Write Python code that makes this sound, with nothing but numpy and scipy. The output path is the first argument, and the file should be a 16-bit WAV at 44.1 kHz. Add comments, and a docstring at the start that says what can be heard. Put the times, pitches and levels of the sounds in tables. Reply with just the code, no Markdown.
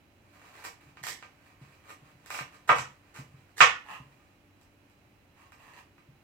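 """Cutting meat on a wooden board

Meat is cut up on a wooden board on a table in a small tiled kitchen. The knife drags and crackles
through it, ticks on the wood and twice breaks through with a hard knock; the table thuds softly.
Blows and random stick-slip grains excite the resonances of board, blade and table.
An appliance hums as a sum of wavering tones, over room air of shaped noise and a faint high whine."""
import sys
import numpy as np
from scipy import signal
from scipy.fft import rfft, irfft
from scipy.io import wavfile
from scipy.ndimage import uniform_filter1d, minimum_filter1d

SR = 44100
rng = np.random.default_rng(int(sys.argv[2]) if len(sys.argv) > 2 else 0)


def wrap_up_sound(samples):
    """Save the sound to the file named by the first command line argument, as 16-bit audio."""
    columns = np.atleast_2d(samples).T
    # keep every value between -1 and 1, then stretch to whole-number steps
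    tamed = np.clip(columns, -1, 1)
    steps = np.round(tamed * 32767).astype(np.int16)
    wavfile.write(sys.argv[1], SR, steps)


N = 274946
TIME = np.arange(N) / SR  # s

# All levels are relative: each source adds its own gain.
# Blade coming down hard on the board: t/s, force level/dB, contact sharpness f/Hz, left minus right level/dB
CHOP_BLOWS = [(2.692, -18, 2020, -1), (2.695, -7, 1020, 1), (2.7852, -35.5, 8850, 1.5),
              (3.6053, -7.5, 3524, -0.5)]
# Sharp touches of the blade: t/s, knock level/dB, steel tick level/dB
BLADE_TICKS = [(0.971, -40, -83), (1.038, -31, -35.5), (1.068, -27, -30), (1.226, -35.5, -80),
               (2.261, -43.5, -45), (2.304, -26.5, -35), (2.345, -27.5, -37.5), (2.389, -24, -41),
               (4.613, -56.5, -58), (4.899, -60.5, -64), (5.521, -43.5, -54), (5.981, -49.5, -66.5)]
# Strokes that part the fibres: start t/s, length t/s, board level/dB, wet crackle level/dB,
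# crackle top f/Hz, stick-slip pitch f/Hz
SLICE_STROKES = [(0.637, 0.031, -41.5, -47, 17300, 1670), (1.03, 0.015, -46, -37.5, 11000, 1930),
                 (1.074, 0.031, -50, -37.5, 9500, 1990), (1.882, 0.032, -45.5, -56, 14000, 1700),
                 (2.306, 0.099, -43, -46.5, 10100, 2450), (2.676, 0.021, -29, -34, 10100, 1230),
                 (2.755, 0.037, -42, -40, 7950, 1180), (3.138, 0.062, -50, -63.5, 13000, 2220),
                 (3.562, 0.083, -43, -38, 10950, 1880)]
# Meat or blade pushed across the board: start t/s, length t/s, rub level/dB, hollow note level/dB;
# levels hold at the end of the push
DRAG_PUSHES = [(0.305, 0.36, -54.5, -75), (0.793, 0.11, -67, -88), (1.421, 0.084, -71, -75),
               (1.593, 0.14, -64.5, -83), (1.829, 0.066, -60, -76), (2.018, 0.084, -71, -84),
               (2.237, 0.093, -53.5, -62), (2.49, 0.06, -60, -73), (3.835, 0.12, -52.5, -42),
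               (5.345, 0.11, -60.5, -64.5), (5.528, 0.26, -55.5, -56)]
# Hollow note of the rubbed board: f/Hz, level/dB
HOLLOW_NOTE = [(1030, -4), (1750, -9.5), (2600, -8.5)]
# Fingers working the meat between the cuts: from t/s, to t/s, level/dB
FINGER_WORK = (0.2, 4.3, -70)
# Spectrum of a hard knock: f/Hz, level/dB
KNOCK_SPECTRUM = [(100, -28), (390, -29.5), (490, -11.5), (800, -7.5), (1100, -1), (1700, -2), (2600, -5.5),
                  (3300, -5.5), (4300, -15.5), (5300, -7.5), (7800, -6), (9200, -16), (15000, -24.5)]
# Broad, quickly damped resonances of the board: f/Hz, level/dB, 60 dB decay t/s
WOOD_MODES = [(503, -14, 0.13), (709, -18.5, 0.028), (1031, -7.5, 0.043), (1103, -7, 0.057),
              (1500, 0, 0.018), (1740, 2, .02), (2247, -1, 0.018), (2450, 3.5, 0.017), (2958, -9.5, 0.0061),
              (5276, -13.5, 0.0059), (8000, -16.5, 0.0049)]
# Spectrum of the struck or scraped blade: f/Hz, level/dB
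STEEL_SPECTRUM = [(1000, -17.5), (3000, 0.5), (4200, -4), (5400, 2), (6500, -3), (8000, 2), (9200, -9.5),
                  (12500, -6), (15500, -12)]
# Spectrum of the rubbed board surface: f/Hz, level/dB
RUB_SPECTRUM = [(150, -12.5), (450, -6.5), (750, -1), (1050, 0.5), (1400, -7.5), (1900, -2), (2700, -5.5),
                (3600, -13.5), (5400, -14), (7800, -15), (9500, -20.5), (15000, -22)]
# Lasting ring of board and table top: f/Hz, level/dB
BOARD_MODES = [(969.0, -59), (1023, -42.5), (1136, -33.5), (1168, -40.5), (1217, -33.5), (1292, -61),
               (1373, -63.5), (1486, -46), (1577, -37), (1814, -51), (1857, -48.5), (2030, -51.5),
               (2078, -46.5), (2218, -52), (2299, -40.5), (2353, -40.5), (2390, -41), (2482, -41.5),
               (2530, -41.5), (2643, -48), (2729, -45), (2815, -43), (2853, -42), (3042, -58), (3155, -57),
               (3235, -57.5)]
# Hands pressing on the table: t/s, level/dB
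HAND_THUDS = [(0.863, -53.5), (1.014, -52), (1.613, -44.5), (2.021, -51.5), (2.147, -56), (2.407, -44.5),
              (2.793, -41), (3.186, -38.5), (3.339, -49), (4, -45), (6.085, -51)]
# Low modes of the table: f/Hz, level/dB, 60 dB decay t/s
TABLE_MODES = [(80, -14.5, .25), (114, -8.5, 0.15), (138.2, 0.5, 0.19), (156, -6, 0.062),
               (253.6, -8.5, 0.12), (486, -14.5, 0.063)]
# First reflections off wall, floor and ceiling: delay t/s, level/dB
FIRST_ECHOES = [(.0068, -4), (0.0135, -15.5), (0.0223, -9), (.0338, -8)]
# Reverberation time of the kitchen: f/Hz, 60 dB decay t/s
REVERB_TIME = [(120, 0.5), (500, 0.2477), (1100, 0.3181), (2500, 0.3024), (6000, 0.2672), (13000, 0.2161)]
# Left-right correlation of the diffuse field: f/Hz, coefficient (no unit)
FIELD_LIKENESS = [(100, 0.89), (250, 0.8), (500, 0.58), (1000, .1), (3000, 0.0018), (12000, 0.071)]
# Appliance hum: f/Hz, level/dB
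HUM_TONES = [(96.9, -77.5), (290.7, -79), (344.5, -85), (586.8, -85.5), (829.0, -90)]
# Spectrum of the room air: f/Hz, level/dB
AIR_SPECTRUM = [(20, -2.5), (60, -3), (100, -0.5), (180, -5.5), (280, -6.5), (450, -12), (750, -13),
                (1300, -16.5), (1900, -17.5), (2600, -16), (3600, -27.5), (7000, -31.5), (9500, -34.5),
                (16000, -32.5)]
# Microphone balance: f/Hz, left minus right level/dB
MIC_BALANCE = [(100, -0.2), (550, -1), (1100, 1), (2200, -6.5), (4500, -8), (10000, -3)]

# Every push takes hold, bears down harder and harder, then lets go
GRIP_S, SWELL_DB_PER_S, LET_GO_S = 0.025, 38, 0.0085
# A chop jolts the table too; after each push the table rocks back, weaker every time
CHOP_JOLT_DB, ROCK_S, ROCK_LOSS_DB = -30.5, 0.057, 10.5
WHINE_HZ, WHINE_DB = 3993, -88
CUTOFF_HZ = 15900


def chops():
    """Impact: a contact softened by meat lengthens the force pulse and so lowers its upper frequency."""
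    force = 0
    for s, db, sharpness_hz, pan_db in CHOP_BLOWS:
        contact = signal.butter(2, sharpness_hz, fs=SR, output="sos")
        push = signal.sosfilt(contact, clicks([s], [db]) + 1e-18)
        force = force + push * from_db([[pan_db / 2], [-pan_db / 2]])
    return force


def cutting(knock_db, tick_db, slip_db, slip_width_hz):
    """Fracture and stick-slip: parting fibres give bursts of grains that drive wood, steel and a rough note."""
    s, wood_db, steel_db = np.transpose(BLADE_TICKS)
    on_wood = band(clicks(s, wood_db + knock_db), low_hz=450, high_hz=6700)
    on_steel = clicks(s, steel_db + tick_db)
    slip = 0
    fibres = grains(per_s=1600, spread_db=7.0)
    for start, length, board_db, crackle_db, top_hz, slip_hz in SLICE_STROKES:
        progress = np.clip((TIME - start) / length, 0, 1)
        stroke = fibres * np.sqrt(np.abs(np.sin(np.pi * progress)))
        crackle = signal.lfilter(*signal.butter(1, top_hz, fs=SR), stroke + 1e-18)
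        on_wood = on_wood + from_db(board_db) * stroke
        on_steel = on_steel + from_db(crackle_db) * crackle
        # the note follows the level of the crackle
        slip = slip + from_db(crackle_db + slip_db) * slip_note(stroke, slip_hz, slip_width_hz)
    return on_wood, on_steel, slip


def dragging(note_width_hz):
    """Friction: dense small slips rub the board and give each push a hollow note; fingers rustle faintly."""
    slips = grains(per_s=2600, spread_db=7.0)
    begin, end, fingers_db = FINGER_WORK
    working = 1.0 * ((TIME > begin) & (TIME < end))
    rub = from_db(fingers_db) * slips * uniform_filter1d(working, size=SR // 5)
    grip = 0
    for start, length, rub_db, note_db in DRAG_PUSHES:
        push = slips * pressure(start, length)
        rub = rub + from_db(rub_db) * push
        grip = grip + from_db(note_db) * push
    note = sum(from_db(db) * slip_note(grip, hz, note_width_hz) for hz, db in HOLLOW_NOTE)
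    return rub, note


def pressure(start, length):
    """Normal force of one push: linear onset, exponential swell towards 1, exponential release."""
    past_end = TIME - start - length
    hold = np.clip((TIME - start) / GRIP_S, 0, 1)
    swell = from_db(SWELL_DB_PER_S * np.minimum(past_end, 0))
    release = np.exp(-np.clip(past_end / LET_GO_S, 0, 20))
    return hold * swell * release


def grains(per_s, spread_db):
    """Stick-slip as a random point process: tiny slips of uneven size and either sign; rms 1."""
    sizes = from_db(spread_db * np.minimum(rng.exponential(1, N), 4)) * rng.choice([-1, 1], N)
    return rms_one(sizes * (rng.random(N) < per_s / SR))


def slip_note(slips, hz, width_hz):
    """Stick-slip periodicity: a band round one pitch, with gain that makes up for the narrow width."""
    return np.sqrt(SR / 2 / width_hz) * band(slips, max(hz - width_hz / 2, 100), hz + width_hz / 2)


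def wood():
    """Modal superposition: damped resonances of alternating sign form the board's short hollow note."""
    t = TIME[:SR // 10]
    note = 0
    for k, (hz, db, t60) in enumerate(WOOD_MODES):
        note = note + (-1) ** k * from_db(db - 60 * t / t60) * np.sin(2 * np.pi * hz * t)
    return unit_energy(note)


def board_ring(force, level_db, t60):
    """Free vibration: modes of board and table top ring on, with signs drawn separately for each port."""
    modes = [(hz, db, t60) for hz, db in BOARD_MODES]
    return from_db(level_db) * band(convolve(force, [ringing(modes), ringing(modes)]), 420, 4500)


def ringing(modes):
    """Modal decay: damped sines of random sign; energy 1."""
    t = TIME[:SR // 2]
    ring = 0
    for hz, db, t60 in modes:
        ring = ring + rng.choice([-1, 1]) * from_db(db - 60 * t / t60) * np.sin(2 * np.pi * hz * t)
    return unit_energy(ring)


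def thuds(level_db, low_hz, soft_hz, rumble_db, rumble_s):
    """Soft excitation: slow pushes drive the low table modes; it rocks back twice and rumbles briefly."""
    jolts = [(s, db + CHOP_JOLT_DB) for s, db, _, _ in CHOP_BLOWS]
    s, db = np.transpose(HAND_THUDS + jolts)
    pushes = clicks(s, db + level_db)
    period = ROCK_S * rng.uniform(0.75, 1.15, len(s))
    rocking = 0
    for k in (1, 2):
        returns = np.minimum(s + k * period, TIME[-1])
        rocking = rocking + clicks(returns, db + level_db - k * ROCK_LOSS_DB)
    # frame and floor: decaying low noise
    rumble = rms_one(band(rng.standard_normal(N), 60, 259.5))
    shaking = convolve(pushes, np.exp(-TIME[:SR] / rumble_s)) * rumble
    thud = convolve(band(pushes + rocking, low_hz, soft_hz), ringing(TABLE_MODES))
    # level_db is already in the pushes, so the rumble takes it off again
    return thud + from_db(rumble_db - level_db) * shaking


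def kitchen(direct_db, echo_db, build_s, early_db, early_s):
    """Room response: direct sound, strong echoes, scatter off bowls and tiles, a tail dying band by band."""
    t = TIME[:SR // 2]
    noise = rfft(diffuse(rng.standard_normal((2, len(t)))))
    hz = np.arange(noise.shape[-1]) * SR / len(t)
    centres = np.geomspace(60, 16000, 12)
    tail = 0
    for centre, pick in zip(centres, np.eye(len(centres))):
        part = irfft(noise * np.interp(hz, centres, pick), len(t))
        tail = tail + part * from_db(-60 * t / at_hz(REVERB_TIME, centre))
    tail = unit_energy(tail * (1 - np.exp(-t / build_s)))
    scatter = rng.standard_normal((2, len(t))) * (rng.random((2, len(t))) < 2500 / SR)
    early = unit_energy(diffuse(scatter) * np.exp(-t / early_s))
    # the board lies a little to the left, so the right port hears it 4 samples later
    direct = np.array([np.arange(len(t)) == lag for lag in (0, 4)])
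    delays, levels_db = np.transpose(FIRST_ECHOES)
    echoes = []
    for ear in range(2):
        # each echo comes from its own direction
        arrivals = delays + rng.uniform(-0.00032, 0.00047, len(delays))
        echoes.append(clicks(arrivals, levels_db + echo_db)[:len(t)])
    # the reflections have lost some treble
    echoes = band(np.array(echoes), 82, 3500)
    return unit_energy(tail + from_db(early_db) * early + from_db(direct_db) * direct + echoes)


def diffuse(pair):
    """Diffuse-field coherence: two unrelated signals become alike in the bass, unrelated in the treble."""
    size = pair.shape[-1]
    mid, side = rfft(pair)
    alike = np.clip(at_hz(FIELD_LIKENESS, np.arange(len(mid)) * SR / size), -1, 1)
    return irfft(np.sqrt(1 + alike) * mid + np.sqrt(1 - alike) * side * [[1], [-1]], size)


def background(air_db, hum_db, waver):
    """Stationary sources: room air as filtered noise, a wavering hum and a faint high whine."""
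    hum = 0
    for hz, db in HUM_TONES:
        hum = hum + from_db(db + hum_db) * rms_one(wavering_tone(hz, waver, count=40))
    whine = np.array([wavering_tone(WHINE_HZ, 0.73, count=600) for ear in range(2)])
    air = rms_one(convolve(diffuse(rng.standard_normal((2, N))), causal(AIR_SPECTRUM)))
    return from_db(air_db) * air + hum + from_db(WHINE_DB) * rms_one(whine)


def wavering_tone(hz, depth, count):
    """Random modulation: a complex envelope through `count` random knots wavers level and phase."""
    knots = rng.standard_normal(count) + 1j * rng.standard_normal(count)
    wobble = np.interp(TIME, np.linspace(0, TIME[-1], count), knots)
    return np.real((1 + depth * wobble) * np.exp(2j * np.pi * hz * TIME))


def from_db(db):
    """Level law: decibels to amplitude gain."""
    return 10 ** (np.asarray(db) / 20)


def rms_one(x):
    """Power normalisation: scale to rms 1."""
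    return x / np.sqrt(np.mean(x ** 2) + 1e-20)


def unit_energy(x):
    """Energy normalisation: scale a response to mean energy 1 per channel."""
    return rms_one(x) / np.sqrt(x.shape[-1])


def at_hz(points, hz):
    """Logarithmic frequency scale: interpolate a table along log f."""
    points = np.array(points)
    return np.interp(np.log(hz + 1e-9), np.log(points[:, 0]), points[:, 1])


def convolve(x, response):
    """Linear superposition: pass a sound through a response."""
    return signal.fftconvolve(np.atleast_2d(x), np.atleast_2d(response), axes=-1)[:, :N]


def causal(spectrum, size=4096):
    """Minimum phase: fold the cepstrum to get the most compact causal response with a given spectrum."""
    gain = from_db(at_hz(spectrum, np.arange(size // 2 + 1) * SR / size))
    cepstrum = irfft(np.log(gain))
    cepstrum[1:size // 2] *= 2
    cepstrum[size // 2 + 1:] = 0
    return irfft(np.exp(rfft(cepstrum)))


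def clicks(times, level_db):
    """Ideal impulse: one single-sample click at each time."""
    out = np.zeros(N)
    np.add.at(out, np.round(np.asarray(times) * SR).astype(int), from_db(level_db))
    return out


def band(x, low_hz, high_hz):
    """Band limitation: Butterworth band-pass; the tiny offset keeps silence from slowing the filter."""
    sos = signal.butter(2, [low_hz, high_hz], "band", fs=SR, output="sos")
    return signal.sosfilt(sos, x + 1e-18)


def scene():
    """Source, resonator, room: knife and board sound through the kitchen; ring, table and background add."""
    blows = chops()
    on_wood, on_steel, slip = cutting(knock_db=19, tick_db=21.5, slip_db=-5.5, slip_width_hz=600)
    rub, note = dragging(note_width_hz=426)
    crack = from_db(28.5) * convolve(blows, unit_energy(causal(KNOCK_SPECTRUM)))
    board_force = from_db(24.5) * blows + from_db(-7.5) * on_wood
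    board = band(convolve(board_force, wood()), 420, 10000)
    surface = convolve(from_db(-3.5) * on_wood + rub, unit_energy(causal(RUB_SPECTRUM))) + note
    blade = convolve(on_steel, unit_energy(causal(STEEL_SPECTRUM))) + slip
    room = kitchen(direct_db=-1.5, echo_db=-4, build_s=0.018, early_db=1.0, early_s=0.026)
    ring_force = blows + from_db(-27.5) * (on_wood + rub)
    ring = board_ring(ring_force, level_db=24.5, t60=0.2)
    table = thuds(level_db=28, low_hz=70.5, soft_hz=240, rumble_db=-16, rumble_s=0.062)
    in_room = convolve(crack + board + surface + blade, room)
    return in_room + ring + table + background(air_db=-62.5, hum_db=5, waver=0.19)


def record(dry):
    """Transducer chain: brighter right microphone, thinned deep bass, peak limiter, steep treble cut."""
    ports = [causal([(hz, side * db / 2) for hz, db in MIC_BALANCE]) for side in (1, -1)]
    bass_cut = signal.butter(2, 46, "high", fs=SR, output="sos")
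    thinned = signal.sosfilt(bass_cut, convolve(dry, ports))
    allowed = .9 / np.maximum(np.abs(thinned).max(axis=0), .9)
    # the lowest nearby gain, smoothed, serves both channels
    gain = uniform_filter1d(minimum_filter1d(allowed, size=91), size=91)
    treble_cut = signal.ellip(10, .1, 80, CUTOFF_HZ, fs=SR, output="sos")
    return signal.sosfilt(treble_cut, gain * thinned)


dry = scene()
out = record(dry)
wrap_up_sound(out)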